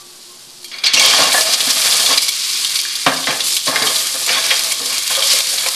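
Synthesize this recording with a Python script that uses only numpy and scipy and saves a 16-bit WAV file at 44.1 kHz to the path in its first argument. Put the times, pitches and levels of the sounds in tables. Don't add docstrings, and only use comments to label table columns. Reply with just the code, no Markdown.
import sys
import numpy as np
from scipy import signal
from scipy.fft import rfft, irfft
from scipy.io import wavfile

SR = 44100
rng = np.random.default_rng(int(sys.argv[2]) if len(sys.argv) > 2 else 0)


def dump(signal):
    limited = np.clip(np.atleast_2d(signal).T, -1, 1)
    pcm = np.round(limited * 32767).astype(np.int16)
    wavfile.write(sys.argv[1], SR, pcm)


def volts_from_decibels(level):
    exponent = np.asarray(level, float) / 20
    return 10 ** exponent


N = 253559

# [f/Hz, level/dB, t60/s]
POT_MODES = [(449, -9.5, 0.2), (532.5, 2.5, 0.069), (646, -1, 0.14), (713, 3.5, 0.059), (802, 0, 0.055),
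             (860, -2.5, 0.11), (1088, 8.5, 0.03), (1219, 8, 0.036), (1390, 8, 0.01), (1633, -21, 0.029),
             (1542, 1, 0.027), (1740, 15, 0.013), (2040, -10, 0.04)]
# [f/Hz, level/dB, t60/s]
BASE_MODES = [(124, -6, 0.034), (183, -49, 0.052), (227, -16, 0.066), (273.4, -9.5, 0.087),
              (354, -22, 0.095)]
# [f/Hz, level/dB, t60/s]
WALL_MODES = [(2128, -6, 0.066), (2268, -1, 0.043), (2400, -1, 0.05), (2800, -5, 0.058), (3240, -2.5, 0.11),
              (3420, -0.5, 0.068), (3700, -2, 0.044), (3900, -2.5, 0.079), (4130, -11.5, 0.12),
              (4460, -1, 0.092), (4880, -5.5, 0.088), (5370, -3.5, 0.024), (5950, -10.5, 0.083),
              (6350, -1, 0.016)]


def rms_one(x):
    return x / np.sqrt(np.mean(x ** 2) + 1e-20)


def peak_one(x):
    return x / np.abs(x).max()


def butter(x, order, f_hz, kind):
    return signal.sosfilt(signal.butter(order, f_hz, kind, fs=SR, output="sos"), x)


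def in_time(rows):
    t_s, *columns = np.transpose(rows)
    return [np.interp(np.arange(N) / SR, t_s, c) for c in columns]


def colour(x, points):
    f_hz, level_db = np.transpose(points)
    grid_hz = np.arange(N // 2 + 1) * SR / N + 1
    gain_db = np.interp(np.log(grid_hz), np.log(f_hz), level_db)
    return rms_one(irfft(rfft(x) * volts_from_decibels(gain_db), N))


def drift(rate_hz):
    r = np.exp(-2 * np.pi * rate_hz / SR)
    wander = signal.lfilter([1], [1, -2 * r, r * r], rng.standard_normal(N + SR))
    return rms_one(wander[SR:])


def ring(force, f_hz, t60_s):
    r = volts_from_decibels(-60 / (max(t60_s, .001) * SR))
    w = 2 * np.pi * f_hz / SR
    return signal.lfilter([0, np.sin(w)], [1, -2 * r * np.cos(w), r * r], force + 1e-18)


def radiated(force, f_hz, t60_s):
    return np.diff(ring(force, f_hz, t60_s), prepend=0)


def struck(modes, force, strengths_db):
    body = 0
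    for k, ((f_hz, level_db, t60_s), own_db) in enumerate(zip(modes, strengths_db)):
        body = body + ring(force, f_hz, t60_s) * volts_from_decibels(level_db + own_db) * (-1) ** k
    return peak_one(body)


def grains(per_s, spread_db):
    sizes = volts_from_decibels(spread_db * np.minimum(rng.exponential(1, N), 5)) * rng.choice([-1, 1], N)
    return sizes * (rng.random(N) < per_s / SR)


def fading(t60_s):
    return volts_from_decibels(-60 * np.arange(SR // 3) / SR / max(t60_s, .003))


def add(out, t_s, sound):
    at = round(t_s * SR)
    out[at:at + len(sound)] += sound[:N - at]


def swells(rows, rise_db_per_s, fall_db_per_s):
    t = np.arange(0, N + 32, 32) / SR
    start_s, hold_s, *columns = np.array(rows).T[:, :, None]
    rise_db = -rise_db_per_s * np.maximum(start_s - t, 0)
    fall_db = -fall_db_per_s * np.maximum(t - start_s - hold_s, 0)
    curves = []
    for level_db in columns:
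        power = np.sum(volts_from_decibels(level_db + rise_db + fall_db) ** 2, axis=0)
        curves.append(np.interp(np.arange(N) / SR, t, 10 * np.log10(power + 1e-9)))
    return curves


def vigour():
    # [t/s, spitting/dB, fine steam/dB]
    steady_fry = [(0, -39, -36.5), (.62, -39, -37.5), (.7, -35, -39), (.84, -51, -37), (.93, -45, -35),
                  (1.0, -9.5, -16), (1.24, -12, -16.5), (1.3, -21, -19.5), (1.83, -11.5, -9),
                  (2.18, -15.5, -15.5), (2.45, -17, -18), (3.1, -23, -22.5), (3.36, -21.5, -21),
                  (4.23, -20, -16.5), (4.32, -17, -17.5), (5.03, -19, -17), (5.3, -12.5, -11.5),
                  (5.75, -20.5, -16)]
    # [start/s, hold/s, spitting/dB, fine steam/dB]
    flare_rows = [(.645, .01, -44, -32), (.858, 0.018, -14, -40), (.937, 0.0051, -4, -17),
                  (1.0, 0.016, -20, -16), (1.33, 0.083, -17.5, -13), (1.535, 0.012, -11, -30),
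                  (1.605, 0.008, -20, -14), (1.7, .01, -12, -22), (2.22, 0.014, -24, -11),
                  (2.283, 0.005, -18, -12), (2.745, 0.025, -20.5, -17), (3.44, .13, -21.5, -15.5),
                  (3.665, 0.024, -17, -16.5), (3.85, 0.17, -21, -16), (4.26, 0.009, -33, -29),
                  (4.719, 0.0056, -30, -16), (5.1, 0.048, -28, -15.5), (5.47, 0.028, -16.5, -11.5),
                  (5.684, .004, -27, -22)]
    flares_db = swells(flare_rows, rise_db_per_s=2500, fall_db_per_s=361)
    return [10 * np.log10(volts_from_decibels(steady_db) ** 2 + volts_from_decibels(flare_db) ** 2)
            for steady_db, flare_db in zip(in_time(steady_fry), flares_db)]


def frying():
    # [f/Hz, level/dB]
    spit_spectrum = [(400, -72), (900, -49), (2000, -14.5), (3000, -3), (4600, 4), (6100, -1.5), (9000, -9),
                     (13000, -36)]
    steam_spectrum = [(5000, -19), (7000, -1), (10000, 0), (11600, -5), (13000, -1)]
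    air_hz, air_t60_s, air_db = 1150, 0.0094, -23.5
    spit_db, steam_db = vigour()
    clump = drift(30)

    bursts = grains(8000 * volts_from_decibels(clump), spread_db=-1.0)
    dealt = rng.integers(0, 20, N)
    droplets = 0
    for k, f_hz in enumerate(np.geomspace(600, 12500, 20)):
        droplets = droplets + ring(bursts * (dealt == k), f_hz, 2.67 / f_hz) * np.sqrt(f_hz)

    busy = np.clip((spit_db + 30) / 12, 0, 1)
    pops = grains(70 * busy, spread_db=4.0)
    rattle = signal.lfilter([1], [1, -.985], np.abs(pops)) * rng.standard_normal(N)
    pops = rms_one(butter(pops + volts_from_decibels(-7.5) * rattle, 2, 2500, "high"))

    pot_air = rms_one(radiated(ring(bursts, air_hz, air_t60_s), air_hz, air_t60_s))
    spit = colour(droplets, spit_spectrum) * volts_from_decibels(.5 * clump) + volts_from_decibels(-12.5) * pops + volts_from_decibels(air_db) * pot_air
    steam = colour(grains(12000, spread_db=-7.0), steam_spectrum)
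    return spit * volts_from_decibels(spit_db - 1.5) + steam * volts_from_decibels(steam_db - 3 + 0.59 * clump + 1.0 * drift(40))


def big_pops():
    # [t/s, peak/dB]
    pop_rows = [(1.798, -3), (2.1815, 0), (2.29, 0), (2.3646, -4), (2.6483, -3), (2.8012, -4), (3.5665, 0),
                (3.4685, -4), (3.483, -2), (3.5065, -5), (3.5267, -1), (3.6595, -2), (4.0708, -3),
                (4.3312, -3), (4.636, -4), (4.8594, -2), (4.928, -4), (4.721, 1), (4.9816, -1), (5.271, -2),
                (5.6866, 1), (5.3316, -2), (5.521, -2)]
    out = np.zeros(N)
    for t_s, peak_db in pop_rows:
        noise = rng.standard_normal(SR // 3)
        snap = volts_from_decibels(-13) * noise * fading(0.023)
        snap[0] += np.sign(noise[0])
        add(out, t_s, volts_from_decibels(peak_db) * peak_one(butter(snap, 2, [2500, 11000], "band")))
    return out


def clicks():
    # [t/s, peak/dB, ring f/Hz, bright edge/dB]
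    pouring = [(.644, -13, 4360, 12), (.7153, -17.5, 3300, -23), (.739, -30, 4400, -25),
               (.7851, -13, 4630, -23), (.8385, 0, 3970, -27), (.863, 3, 3880, -20), (.937, 6, 3240, 7),
               (.9705, -1, 2750, -17), (.9957, 11.5, 6180, -18), (1.0494, 4, 4900, -20),
               (1.1094, 0.5, 3060, -17), (1.2294, -2, 4200, -16), (1.32, -2, 3900, -14),
               (1.3494, -13, 1740, 0), (1.409, 1, 4960, -1), (1.472, -4, 5200, -11),
               (1.524, -2.5, 4850, -22), (1.537, -4, 3500, -7), (1.605, 6.5, 3370, -6),
               (1.7035, 2.5, 5370, -7), (1.9215, 3, 3750, -7), (2.062, 4, 4300, -17), (2.128, 3, 4600, -15),
               (2.176, 6, 4000, -11)]
    settling = [(2.2246, 3.5, 4940, -14), (2.283, 3.5, 4900, -6), (2.647, -0.5, 3240, -8),
                (2.756, 0, 4570, 2), (2.7897, -0.5, 4850, -8), (2.8514, -7, 1750, -15),
                (2.8837, -6.5, 4830, -16), (2.954, -4.5, 4900, 14), (3.064, 3, 2800, -35),
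                (3.171, -4.5, 4740, 3), (3.241, -5.5, 3420, -20), (3.271, 1.5, 1930, -25),
                (3.3064, -4, 2430, -19)]
    stirring = [(3.405, 1, 3800, -15), (3.5663, -0.5, 3440, 12), (3.674, 0, 4400, -19),
                (3.758, 3, 1730, -22), (3.8222, 2, 4600, -8), (3.87, -0.5, 3270, -14),
                (3.959, 1.5, 4340, -5), (4.2634, -2, 7100, 15.5), (4.292, 0.5, 2700, -19),
                (4.507, 2.5, 2060, -18), (4.7192, -2.5, 7250, -10), (5.1515, 2.5, 3320, -13),
                (5.223, 4.5, 3250, -28), (5.2998, 1, 5060, -19), (5.354, -4, 4950, -3),
                (5.4043, -1, 3560, -11), (5.47, 1.5, 4300, -11), (5.5823, 2, 4400, -28),
                (5.6626, 0.5, 2230, -2), (5.6856, -9, 4930, 5)]
    out = np.zeros(N)
    tick = peak_one(np.diff(ring(fading(.003)[:SR // 6], 4200, .0015), 2))
    fade = fading(0.052)[:SR // 6]
    for t_s, peak_db, f_hz, edge_db in pouring + settling + stirring:
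        dull, sharp = fade * rng.standard_normal((2, SR // 6))
        shell = peak_one(radiated(dull, f_hz, 0.0052))
        crack = peak_one(butter(sharp, 2, 5500, "high"))
        wall = struck(WALL_MODES, dull, 3.3 * rng.standard_normal(len(WALL_MODES)))
        add(out, t_s, volts_from_decibels(peak_db - 6.5) * (shell + volts_from_decibels(edge_db - 10.5) * crack + volts_from_decibels(-5.5) * wall))
        add(out, t_s, volts_from_decibels(peak_db - 3) * tick)
    return butter(out, 2, 900, "high")


def clinks():
    # [t/s, peak/dB, f/Hz, t60/s]
    clink_rows = [(0.736, -21, 4360, 0.1), (.74, -24, 2220, 0.04), (.842, -7.5, 4980, 0.03),
                  (0.867, -3, 4370, 0.06), (0.943, -15, 3200, 0.048), (.95, -9.5, 2197, 0.82),
                  (.97, -0.5, 2735, 0.055), (0.973, -2.5, 5670, 0.021), (1.02, -6, 2236, 0.067),
                  (1.031, -5, 3240, 0.14), (1.05, -18, 4880, 0.11), (1.119, -12, 3186, 0.23),
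                  (1.225, -13.5, 2800, 0.26), (1.347, -11.5, 1740, 0.043), (1.375, -14, 1740, 0.092),
                  (4.504, -10.5, 2800, 0.036), (4.71, -17, 2250, 0.032)]
    out = np.zeros(N)
    for t_s, peak_db, f_hz, t60_s in clink_rows:
        shake = rng.standard_normal(SR // 3) * fading(0.079)
        add(out, t_s, volts_from_decibels(peak_db) * peak_one(radiated(shake, f_hz, t60_s)))
    return out


def shaken(modes, contacts, level_db):
    body = 0
    for f_hz, mode_db, t60_s in modes:
        force = contacts * rng.standard_normal(N) * volts_from_decibels(mode_db + 2.1 * drift(9))
        body = body + ring(force, f_hz, t60_s)
    return volts_from_decibels(level_db) * rms_one(body)


def tumbling():
    # [start/s, hold/s, rumble of pot/dB, rattle of shell on steel/dB]
    shifts = [(.715, 0.15, -37.5, -23), (.839, 0.074, -28, -8), (.938, 0.28, -13.5, -10.5),
              (1.27, 0.091, -20, -14.5), (1.45, 0.26, -19.5, -15.5), (1.76, 0.11, -20.5, -12),
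              (1.85, 0.033, -18, -12), (1.93, .15, -19.5, -16), (2.09, 0.054, -16.5, -14),
              (2.2, 0.84, -45, -20.5), (3.064, 0.0071, -4, -10), (3.272, 0.046, -11.5, -14),
              (3.4, 0.22, -50, -25), (3.67, 0.13, -15, -16), (3.82, 0.069, -15.5, -18.5),
              (3.9, 0.18, -28, -19), (4.14, 0.078, -27.5, -22.5), (4.28, 0.094, -17, -9.5),
              (4.44, 0.072, -24.5, -13.5), (4.506, 0.01, -35, -9.5), (4.56, 0.37, -26.5, -23),
              (4.8, 0.025, -39, -38), (4.9, 0.2, -36, -17), (5.1, 0.11, -24, -14.5),
              (5.25, 0.21, -28, -13.5), (5.46, 0.17, -28.5, -18), (5.62, 0.15, -31.5, -17.5)]
    rumble_db, rattle_db = swells(shifts, rise_db_per_s=5000, fall_db_per_s=200)
    full = np.clip((np.arange(N) / SR - 1.7) * 5, 0, 1)
    pot_contacts = grains(900 * volts_from_decibels(1.5 * drift(20)), spread_db=2.5)
    wall_contacts = grains(2500 * volts_from_decibels(1.5 * drift(20)), spread_db=2.5)
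    rumble = shaken(POT_MODES + BASE_MODES, pot_contacts, rumble_db - 8.5)
    rattle = shaken(WALL_MODES, wall_contacts, rattle_db - 9.5 - 1 * full)
    scrape = rms_one(butter(wall_contacts, 2, [1300, 3300], "band"))
    return rumble + rattle + volts_from_decibels(rattle_db - 15.0 + 0.5 * full) * scrape


def knocks():
    # [t/s, peak/dB, thud/dB, length/s, main ring f/Hz]
    knock_rows = [(0.932, -17, 3, 0.21, 710), (1.133, -5, -27, 0.12, 820), (1.186, 0.5, -13, 0.33, 670),
                  (1.34, -2.5, -22, 0.057, 707), (1.376, -4, -31, 0.2, 683), (1.665, -15, 0.5, 0.074, 810),
                  (1.752, -12, -11, 0.21, 1160), (1.844, -7.5, -25, 0.11, 1090),
                  (2.103, -4.5, -15, 0.15, 1076), (3.064, 4.5, -5, 0.073, 960),
                  (3.273, -12, 0.5, 0.16, 1020), (3.307, -20, -6, 0.073, 1040),
                  (3.677, -2, -8.5, 0.13, 520), (3.814, -7.5, -5.5, 0.24, 430),
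                  (4.14, -17.5, -9, 0.15, 535), (4.263, -14.5, -16, 0.47, 1150),
                  (4.359, -10, -21, 0.2, 1090), (4.512, -6.5, -41, 0.2, 1114),
                  (4.798, -11, -9.5, 0.25, 500), (5.101, -10.5, -35, 0.12, 1030),
                  (5.172, -6.5, -44, 0.35, 560), (5.33, -12.5, -37, 0.3, 576),
                  (5.528, -12, -18, 0.068, 533), (5.66, -9, -39, 0.094, 1050)]
    out = np.zeros(N)
    for t_s, peak_db, thud_db, length_s, f_hz in knock_rows:
        force = rng.standard_normal(SR // 3) * fading(length_s)
        own_db = 2.1 * rng.standard_normal(len(POT_MODES + BASE_MODES))
        pot = struck(POT_MODES, force, own_db)
        thud = volts_from_decibels(thud_db) * struck(BASE_MODES, force, own_db[len(POT_MODES):])
        spot = volts_from_decibels(-3.0) * peak_one(radiated(force, f_hz, 0.046))
        burst = volts_from_decibels(-7) * peak_one(butter(force, 1, [400, 4500], "band"))
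        add(out, t_s, volts_from_decibels(peak_db - 9) * (pot + thud + spot + burst))
    return out


def burner():
    # [f/Hz, level/dB]
    roar_spectrum = [(15, 0), (85, -42), (120, -1), (250, -8), (800, -5), (1600, -7.5), (3000, -13),
                     (5000, -49)]
    # [f/Hz, width/Hz, level/dB]
    hum_lines = [(245, 20, -60), (357, 8, -53.5)]
    # [t/s, f/Hz, level/dB]
    whistle_track = [(0, 1170, -41.5), (.06, 1150, -52), (.27, 1080, -65), (.31, 1068, -45),
                     (.37, 1065, -53), (.45, 1065, -75)]
    out = volts_from_decibels(-50) * colour(rng.standard_normal(N), roar_spectrum)
    for f_hz, width_hz, level_db in hum_lines:
        t60_s = np.log(1000) / np.pi / width_hz
        out = out + volts_from_decibels(level_db) * rms_one(np.diff(ring(rng.standard_normal(N + 1), f_hz, t60_s)))
    f_hz, level_db = in_time(whistle_track)
    sounding = np.arange(N) < whistle_track[-1][0] * SR
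    return out + sounding * volts_from_decibels(level_db) * np.sin(2 * np.pi * np.cumsum(f_hz) / SR)


def room(x):
    tail = butter(rng.standard_normal(SR // 3) * fading(0.6), 1, 5000, "low")
    tail = np.r_[np.zeros(SR // 250), tail / np.sqrt(np.sum(tail ** 2))]
    return signal.fftconvolve(x, tail)[:N]


def gain_control():
    # [t/s, depth/dB]
    ducks = [(0.879, 5), (1.24, -2), (1.544, 3.5), (1.615, 0), (1.71, 3), (2.184, 4), (2.295, 2.5),
             (2.8, 2), (3.575, 2), (4.728, 4), (4.99, 2), (5.17, 3), (5.408, 6), (5.692, 3)]
    duck_s, recover_s = 0.0033, 0.16
    loss_db = np.zeros(N)
    after_s = np.arange(SR) / SR
    shape = (1 - np.exp(-after_s / duck_s)) * np.exp(-(after_s / recover_s) ** 2)
    for t_s, depth_db in ducks:
        add(loss_db, t_s, depth_db * shape)
    return volts_from_decibels(-loss_db)


def scene():
    hits = butter(clicks() + clinks() + knocks() + tumbling(), 4, 140, "high")
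    mono = frying() + big_pops() + hits + volts_from_decibels(-12.5) * room(hits) + burner()
    return np.tile(mono, (2, 1))


def band_limit(x):
    return signal.sosfilt(signal.butter(12, 13190, fs=SR, output="sos"), x)


def record(dry):
    cutoff_hz, offset = 12720, -.0009
    top_cut = signal.ellip(12, .5, 70, cutoff_hz, fs=SR, output="sos")
    x = signal.sosfilt(top_cut, dry * gain_control())
    return band_limit(np.clip(x + offset, -1, 1))


dry = scene()
out = record(dry)
dump(out)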